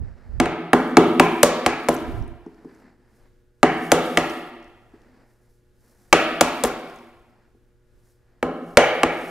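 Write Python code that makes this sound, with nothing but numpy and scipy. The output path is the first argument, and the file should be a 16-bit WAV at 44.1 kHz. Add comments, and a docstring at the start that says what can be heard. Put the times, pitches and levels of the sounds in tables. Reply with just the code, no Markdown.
"""Mallet and chisel in a workshop

A wooden mallet drives a chisel along the edge of a board in runs of blows. Each blow cracks, rings the
board, bench and tools, and echoes round the room; the loudest overload the recorder. Between runs the
blade slides and levers off chips, fibres snap and tear, and sleeves rustle. Lamps hum, and a few gusts
of air buffet the microphone, mostly on the right."""
import sys
import numpy as np
from scipy import signal
from scipy.fft import rfft, irfft
from scipy.io import wavfile

SR = 44100
rng = np.random.default_rng(int(sys.argv[2]) if len(sys.argv) > 2 else 0)


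def log_audio(samples):
    """Write samples as a 16-bit WAV file to the path given in sys.argv[1]."""
    # one column per channel
    frames = np.atleast_2d(samples).T
    # limit to full scale, then quantise
    limited = np.clip(frames, -1, 1)
    pcm = np.round(limited * 32767).astype(np.int16)
    wavfile.write(sys.argv[1], SR, pcm)


N = 410130

# Mallet blows and rebounds. Each row: start in seconds, strength in dB, lean towards the steel in dB
# per part, extra board boom in dB, extra mallet-head knock in dB, extra crack in dB, the crack's
# treble tilt in dB, level of tearing fibres in dB.
BLOWS = [(0.4001, -12, -0.5, 1.5, -6.5, -5.5, -8.5, -63), (0.4576, -23.5, 1.5, 0.5, -3, -10, -8.5, -74.5),
         (.7320, -7.5, 0, 0.5, -4, -9.5, 3.5, -52.5), (0.9697, -5, 0, 5, -5, -7, -6.5, -51.5),
         (1.1973, -5, 0.94, 1, -3, -4.5, 2, -50), (1.4309, -8.5, -0.3, -3.5, 1.5, 7.5, 7, -53.5),
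         (1.6624, -12, 1.5, -0.5, -5, -2.5, -10.5, -67), (1.8861, -14.5, -2.2, -4, 0, -2, -2, -63),
         (3.6300, -8.5, 1.5, 3.5, -.5, -7, -9.5, -60), (3.9180, -9.5, 1.4, 2, 3, 1, 10.5, -49),
         (4.1730, -13.5, 4, 4.5, 6, -5.5, -18.5, -68), (6.1275, -5.5, 4, 1.5, 3.5, -2, -14, -47.5),
         (6.4098, -9.5, 1, -4, -0.5, 5, 1.5, -48), (6.6374, -18.5, -1.5, -3, 2, 5.5, 5, -64),
         (6.6487, -21, 0, -6, -9, -5, -1, -71), (8.4275, -18, -0.64, 0, -0.5, -12, -2, -68.5),
         (8.7714, -5, 3.5, -2, 7, -4.5, -18, -49.5), (9.0328, -8, 0.2, -7, -5, -11, -9, -82)]
# The tones of the board and bench. Each row: pitch in Hz, level in dB, seconds to fade by 60 dB.
BOARD = [(123, -12.5, 0.054), (167.7, -12, 0.21), (248.1, 1.5, 0.082), (291, -4, 0.063), (336.3, 0.5, 0.11),
         (394, -7.5, 0.17), (429, -7, 0.16)]
# The tones of the chisel's handle, with the same columns.
HANDLE = [(730, 0, 0.055), (814, -1, 0.043), (927.4, -5, 0.05), (1051, -5, .04)]
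# The tone colour of a crack. Each row: frequency in Hz, level in dB.
CRACK = [(2000, -6), (3300, -3), (5000, -7.5), (7000, -5.5), (9500, -7.5), (12000, -15), (16000, -14.5)]


def amp(db):
    return 10 ** (np.asarray(db) / 20)


def rms_one(x):
    return x / np.sqrt(np.mean(x ** 2) + 1e-20)


def at_hz(rows, hz, column=1):
    """Reads between a table's rows, with frequency counted in octaves."""
    rows = np.array(rows)
    return np.interp(np.log(np.maximum(hz, 1)), np.log(rows[:, 0]), rows[:, column])


def envelope(spells, rise_db_per_s, fall_db_per_s):
    """Each spell of sound swells in before its start, holds, then dies away."""
    t = np.arange(N) / SR
    return sum(amp(db - rise_db_per_s * np.maximum(start - t, 0)
                   - fall_db_per_s * np.maximum(t - start - length, 0)) for start, length, db in spells)


def clicks(times, sizes):
    out = np.full(N, 1e-18)
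    out[np.round(np.asarray(times) * SR).astype(int)] = sizes
    return out


def dying(times, levels_db, fade_s):
    """A loudness curve that jumps at each time, then falls 60 dB in fade_s."""
    return signal.lfilter([1], [1, -amp(-60 / (fade_s * SR))], clicks(times, amp(levels_db)))


def coloured(x, colour):
    """Gives a sound a tone colour; white noise keeps its power."""
    gain = amp(at_hz(colour, np.arange(N // 2 + 1) * SR / N))
    return irfft(rfft(x) * rms_one(gain), N)


def drift(turns_per_s):
    """A curve that wanders at random around zero."""
    knots = rng.standard_normal(int(turns_per_s * N / SR) + 2)
    return np.interp(np.linspace(0, len(knots) - 1, N), np.arange(len(knots)), knots)


def late_left(pair, samples=2):
    return np.array([np.roll(pair[0], samples), pair[1]])


def tilted(make, levels_db, tilt_db):
    """Makes a sound at two levels, tilt_db apart, and blends from one to the other around 6500 Hz."""
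    lower, upper = make(levels_db - tilt_db / 2), make(levels_db + tilt_db / 2)
    return lower + signal.lfilter(*signal.butter(1, 6500, "high", fs=SR), upper - lower)


def struck(tones, times, levels_db, contact_ms, spread_db, damping=1):
    """Every hit rings each tone with its own strength; a longer contact lets the ring swell in."""
    out, chance = np.zeros(N), rng.standard_normal((len(times), len(tones)))
    sides = rng.choice([-1, 1], chance.shape)   # the first push depends on where the hit lands
    for k, (hz, db, fade_s) in enumerate(tones):
        turn = np.exp(2j * np.pi * hz / SR)
        decay = amp(-60 * damping / (fade_s * SR))
        swell = np.exp(-1000 / (contact_ms * SR))
        hits = clicks(times, amp(levels_db + db + spread_db * chance[:, k]) * sides[:, k] * damping ** .5)
        feedback = np.convolve([1, -decay * turn], [1, -swell * turn])
        out += signal.lfilter([1 - swell], feedback, hits).imag
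    return out


def background():
    """The room rumbles unevenly under the steady hum of the lamps."""
    # The colour of the room's noise. Each row: frequency in Hz, level in dB.
    colour = [(15, -1.5), (25, 6), (60, -2), (126, -9.5), (170, -14.5), (360, -15), (500, -17.5),
              (700, -29.5), (1600, -27.5), (2600, -34.5), (11600, -42.5), (16000, -48)]
    # The lamps' tones. Each row: pitch in Hz, level in dB.
    lamp_tones = [(118.4, -68), (242.2, -80.5), (360.7, -70.5), (479.1, -75.5), (602.9, -84.5),
                  (839.8, -88.5), (1443, -89), (1561, -93.5), (1680, -88.5), (1922, -102.5)]
    noise = rng.standard_normal((3, N))
    rumble = rms_one(coloured(noise[0] + 0.65 * noise[1:], colour)) * amp(-59.5 + 2.5 * drift(6.7))
    t = np.arange(N) / SR
    hum = sum(np.sqrt(2) * amp(db) * np.sin(2 * np.pi * (hz * t + rng.random())) for hz, db in lamp_tones)
    return rumble + hum


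def air_buffet():
    """Air hitting the right microphone opening makes lumpy low noise, much weaker on the left."""
    # Gusts of air. Each row: start in seconds, length in seconds, level in dB.
    gusts = [(0.0, 0.013, -28.5), (.3, 0.11, -34), (2.08, 0.14, -28.5)]
    low = signal.sosfilt(signal.butter(2, [15, 85], "band", fs=SR, output="sos"),
                         rng.standard_normal((2, N)))
    loudness = envelope(gusts, rise_db_per_s=248, fall_db_per_s=134)
    return loudness * rms_one(low * amp(2.5 * drift(18))) * amp([[-5.0], [4.5]])


def workshop_echo(x):
    """Countless reflections blend into noise that dies away at its own pace in each band."""
    # The room's echo. Each row: frequency in Hz, seconds to fade by 60 dB, level in dB,
    # how alike left and right are from 0 to 1.
    room = [(59, 0.35, -10.5, .95), (164, 0.82, 1, 1), (290, 1.05, -1, .99), (464, 1.0, -7, .98),
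            (1100, 1.096, -3, 0.93), (2160, 1.09, -5, 0.93), (3980, 1.066, -8, 0.15),
            (6500, 0.3, -2.5, 0.18), (9800, 0.21, -5.5, 0.31), (15000, 0.24, -9.5, .3)]
    t = np.arange(2 * SR) / SR
    response = np.zeros((2, len(t)))
    edges_hz = 40 * 2 ** np.arange(0, 9.1, .5)
    for low, high in zip(edges_hz, edges_hz[1:]):
        fade_s, db, alike = (at_hz(room, np.sqrt(low * high), column) for column in (1, 2, 3))
        band = signal.butter(2, [low, high], "band", fs=SR, output="sos")
        mid, side = signal.sosfilt(band, rng.standard_normal((2, len(t))))
        pair = np.sqrt(1 + alike) * mid + np.sqrt(1 - alike) * side * [[1], [-1]]
        response += amp(db - 60 * t / fade_s) * pair
    response *= 1 - np.exp(-t / 0.0027)   # the first reflections build up
    return amp(-33) * signal.fftconvolve(x[None], response, axes=1)[:, :N]


def rubbing(loudness, colour):
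    """Rubbing makes dense, uneven grains of noise, partly alike left and right."""
    grains = rng.standard_normal((3, N)) * amp(1.5 * (drift(360) + .7 * drift(44)))
    return loudness * rms_one(coloured(grains[0] + 0.25 * grains[1:], colour))


def rustling_and_tearing():
    """Sleeves and chips rustle, and fibres go on tearing after each blow, with the same crisp noise."""
    # Rustles. Each row: start in seconds, length in seconds, level in dB.
    rustles = [(1.9, 0.036, -61), (2.0, 0.18, -70), (2.72, .08, -76), (3.15, 0.056, -75),
               (3.82, 0.55, -56.5), (5.3, 0.022, -76.5), (5.46, .1, -75.5), (5.85, 0.35, -70),
               (8.07, 0.041, -70.5), (8.68, 0.059, -67.5), (9.1, .03, -76), (9.21, 0.13, -56.5)]
    # Their colour. Each row: frequency in Hz, level in dB.
    colour = [(2500, -16.5), (5000, -1), (8000, -3), (11000, -2), (16000, -10.5)]
    times, tear_db = np.transpose(BLOWS)[[0, 7]]
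    tearing = dying(times, tear_db, fade_s=60 / 45)   # falls 45 dB a second
    return rubbing(envelope(rustles, rise_db_per_s=123, fall_db_per_s=156.5) + tearing, colour)


def blade_slides():
    """The blade scrapes softly as it slides over the wood."""
    # Strokes of the blade. Each row: start in seconds, length in seconds, level in dB.
    strokes = [(.03, 0.33, -56.5), (2.45, 0.18, -60), (2.7, 0.19, -55.5), (3.05, 0.21, -64),
               (4.95, 0.28, -59.5), (5.3, 0.18, -69), (5.86, 0.3, -64.5), (7.3, 0.17, -64),
               (8.06, 0.035, -70), (8.28, .12, -67)]
    # The colour of the scrape. Each row: frequency in Hz, level in dB.
    colour = [(120, -41), (200, -5), (244, -3), (294, -11), (853, -15), (1110, -20), (1820, -18),
              (3480, -39.5), (4200, -34.5), (5030, -33), (6200, -43.5), (8000, -43), (10400, -73.5),
              (17600, -120)]
    return rubbing(envelope(strokes, rise_db_per_s=168, fall_db_per_s=200.5), colour)


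def chisel_thumps():
    """Laying the chisel against the board gives a soft thump and a short tick from the handle."""
    # Touches of the chisel. Each row: start in seconds, strength in dB.
    touches = [(2.463, -32.5), (2.647, -32.5), (4.935, -43.5), (7.547, -54)]
    times, db = np.transpose(touches)
    thump = struck(BOARD[1:], times, db, contact_ms=4.0, spread_db=1.0, damping=1.6)
    tick = struck(HANDLE, times, db - 13.5, contact_ms=.8, spread_db=1.5, damping=3.3)
    return thump + tick


def crack_noise():
    """Bright noise, mostly alike on both sides, a little late on the left."""
    noise = rng.standard_normal((3, N))
    return late_left(rms_one(coloured(noise[0] + 0.38 * noise[1:], CRACK)), samples=1)


def fibre_snaps():
    """As chips split and are levered off, each fibre cracks and rings briefly at its own pitch."""
    # Snapping fibres. Each row: start in seconds, strength in dB, pitch in Hz.
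    snaps = [(1.8902, -14.5, 10300), (1.9024, -37, 5670), (1.9094, -29, 10300), (1.9204, -30, 5730),
             (1.9284, -32, 11800), (1.9395, -26, 8200), (1.9444, -26, 11500), (1.9504, -28, 11500),
             (1.966, -30, 5930), (2.199, -48, 5430), (2.2243, -46, 5700), (2.2784, -48, 8890),
             (2.4624, -54, 5720), (2.5444, -54, 5260), (2.6472, -58, 5840), (2.7484, -51, 6440),
             (2.7994, -53, 5050), (4.1863, -21.5, 5600), (4.1964, -30, 10800), (4.2094, -38, 5770),
             (4.2975, -27.5, 5600), (4.6012, -56, 5130), (4.6272, -49, 5330), (4.6436, -48, 5660),
             (4.68, -59, 5380), (5.0178, -52, 5640), (6.6556, -17.5, 10480), (6.6594, -24, 11800),
             (6.6664, -31, 10400), (6.672, -23, 11700), (6.6804, -36, 11400), (6.8988, -44, 5060),
             (6.9601, -43.5, 6720), (6.987, -44, 5030), (8.7764, -6.5, 5800)]
    times, levels_db, _ = np.transpose(snaps)
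    cracks = dying(times, levels_db - 11, fade_s=0.0099) * crack_noise()
    ring_fade_s, ring_width = 0.015, 0.087   # width as a share of the pitch
    rings, t = np.zeros(N + SR), np.arange(SR // 20) / SR
    for start, db, hz in snaps:
        ring = signal.lfilter(*signal.iirpeak(hz, 1 / ring_width, fs=SR), rng.standard_normal(len(t)))
        rings[int(start * SR):][:len(t)] += rms_one(ring) * amp(db - 8.5 - 60 * t / ring_fade_s)
    return (cracks + rings[:N]) * amp([[1.8], [-1.8]])


def floor_shudder():
    """Each blow shakes the floor, a little more when it is harder."""
    # The floorboards' tones. Each row: pitch in Hz, level in dB, seconds to fade by 60 dB.
    floorboards = [(38, -11, 0.62), (58, -1.5, 0.2), (90, -0.5, 0.2)]
    times, strength_db = np.transpose(BLOWS)[:2]
    return struck(floorboards, times, 0.36 * strength_db - 29.5, contact_ms=7.4, spread_db=0)


def wood_and_steel(extra_db, spread_db, blurred):
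    """A blow rings the steel at once, then handle and mallet head, and the board last."""
    # The tones of the mallet head and of the chisel's shank and blade.
    # Each row: pitch in Hz, level in dB, seconds to fade by 60 dB.
    head = [(482, 1, 0.046), (580.7, 2, 0.048), (673.8, -7, 0.11)]
    shank = [(1199, -2.5, .03), (1369, -2, 0.025), (1655, 1, 0.012)]
    blade = [(1995, -1, 0.015), (2245, -5.5, 0.037), (2700, -1.5, 0.014), (3142, -5.5, 0.011),
             (4000, -8, 0.0085)]
    # What each part adds to a blow's strength, in dB: board, head, handle, shank, blade.
    parts_db = [-0.3, 1, 0.28, 1.0, -1.7]
    times, strength_db, lean_db, boom_db, knock_db = np.transpose(BLOWS)[:5]
    # Each row: tones, contact in milliseconds, how many times faster they fade if blurred, boost in dB.
    parts = [(BOARD, 5.0, 1.2, boom_db), (head, 2.8, 1.6, knock_db), (HANDLE, 1.8, 1.6, 0),
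             (shank, .4, 2.4, 0), (blade, .2, 2.6, 0)]
    ringing = np.zeros(N)
    for k, (tones, contact_ms, damping, boost_db) in enumerate(parts):
        db = strength_db + parts_db[k] + (k - 2) * lean_db + boost_db + extra_db
        ringing += struck(tones, times, db, contact_ms, spread_db, damping if blurred else 1)
    bass_cut = signal.butter(2, 100, "high", fs=SR, output="sos")   # small things give off no deep bass
    return signal.sosfilt(bass_cut, ringing)


def blows_into_room():
    """What feeds the echo: heard from all sides, the tones blur and the crack is a plain, late click."""
    times, strength_db, crack_db, tilt_db = np.transpose(BLOWS)[[0, 1, 5, 6]]
    share_db = -5.5 - 0.13 * strength_db   # a smaller part of a harder blow lingers in the room
    click_db = strength_db + crack_db + share_db + 16.5
    crack = tilted(lambda db: clicks(times + 0.0055, amp(db)), click_db, tilt_db)
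    return wood_and_steel(share_db, spread_db=2.16, blurred=True) + coloured(crack, CRACK)


def mallet_blows():
    """The blows heard directly: a sharp crack of steel, louder on the left, and the ringing parts."""
    times, strength_db, crack_db, tilt_db = np.transpose(BLOWS)[[0, 1, 5, 6]]
    noise = crack_noise()
    crack = tilted(lambda db: dying(times, db, fade_s=0.022) * noise, strength_db + crack_db, tilt_db)
    ringing = wood_and_steel(extra_db=0, spread_db=2.1, blurred=False)
    return late_left(ringing * amp([[.3], [-.3]])) + crack * amp([[2.1], [-2.1]])


def scene():
    """Adds up all the sounds; only the blows, thumps and snaps get an echo."""
    levering = chisel_thumps() + fibre_snaps()
    echo = late_left(workshop_echo(blows_into_room() + amp(-8) * levering[0]))
    handling = blade_slides() + rustling_and_tearing()
    return mallet_blows() + floor_shudder() + levering + echo + handling + air_buffet() + background()


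def record(dry):
    """The loudest peaks are clipped flat, then the highest treble is cut."""
    treble_cut = signal.cheby2(16, 36, 15860, fs=SR, output="sos")
    return signal.sosfilt(treble_cut, np.clip(dry, -1, 1))


dry = scene()
out = record(dry)
log_audio(out)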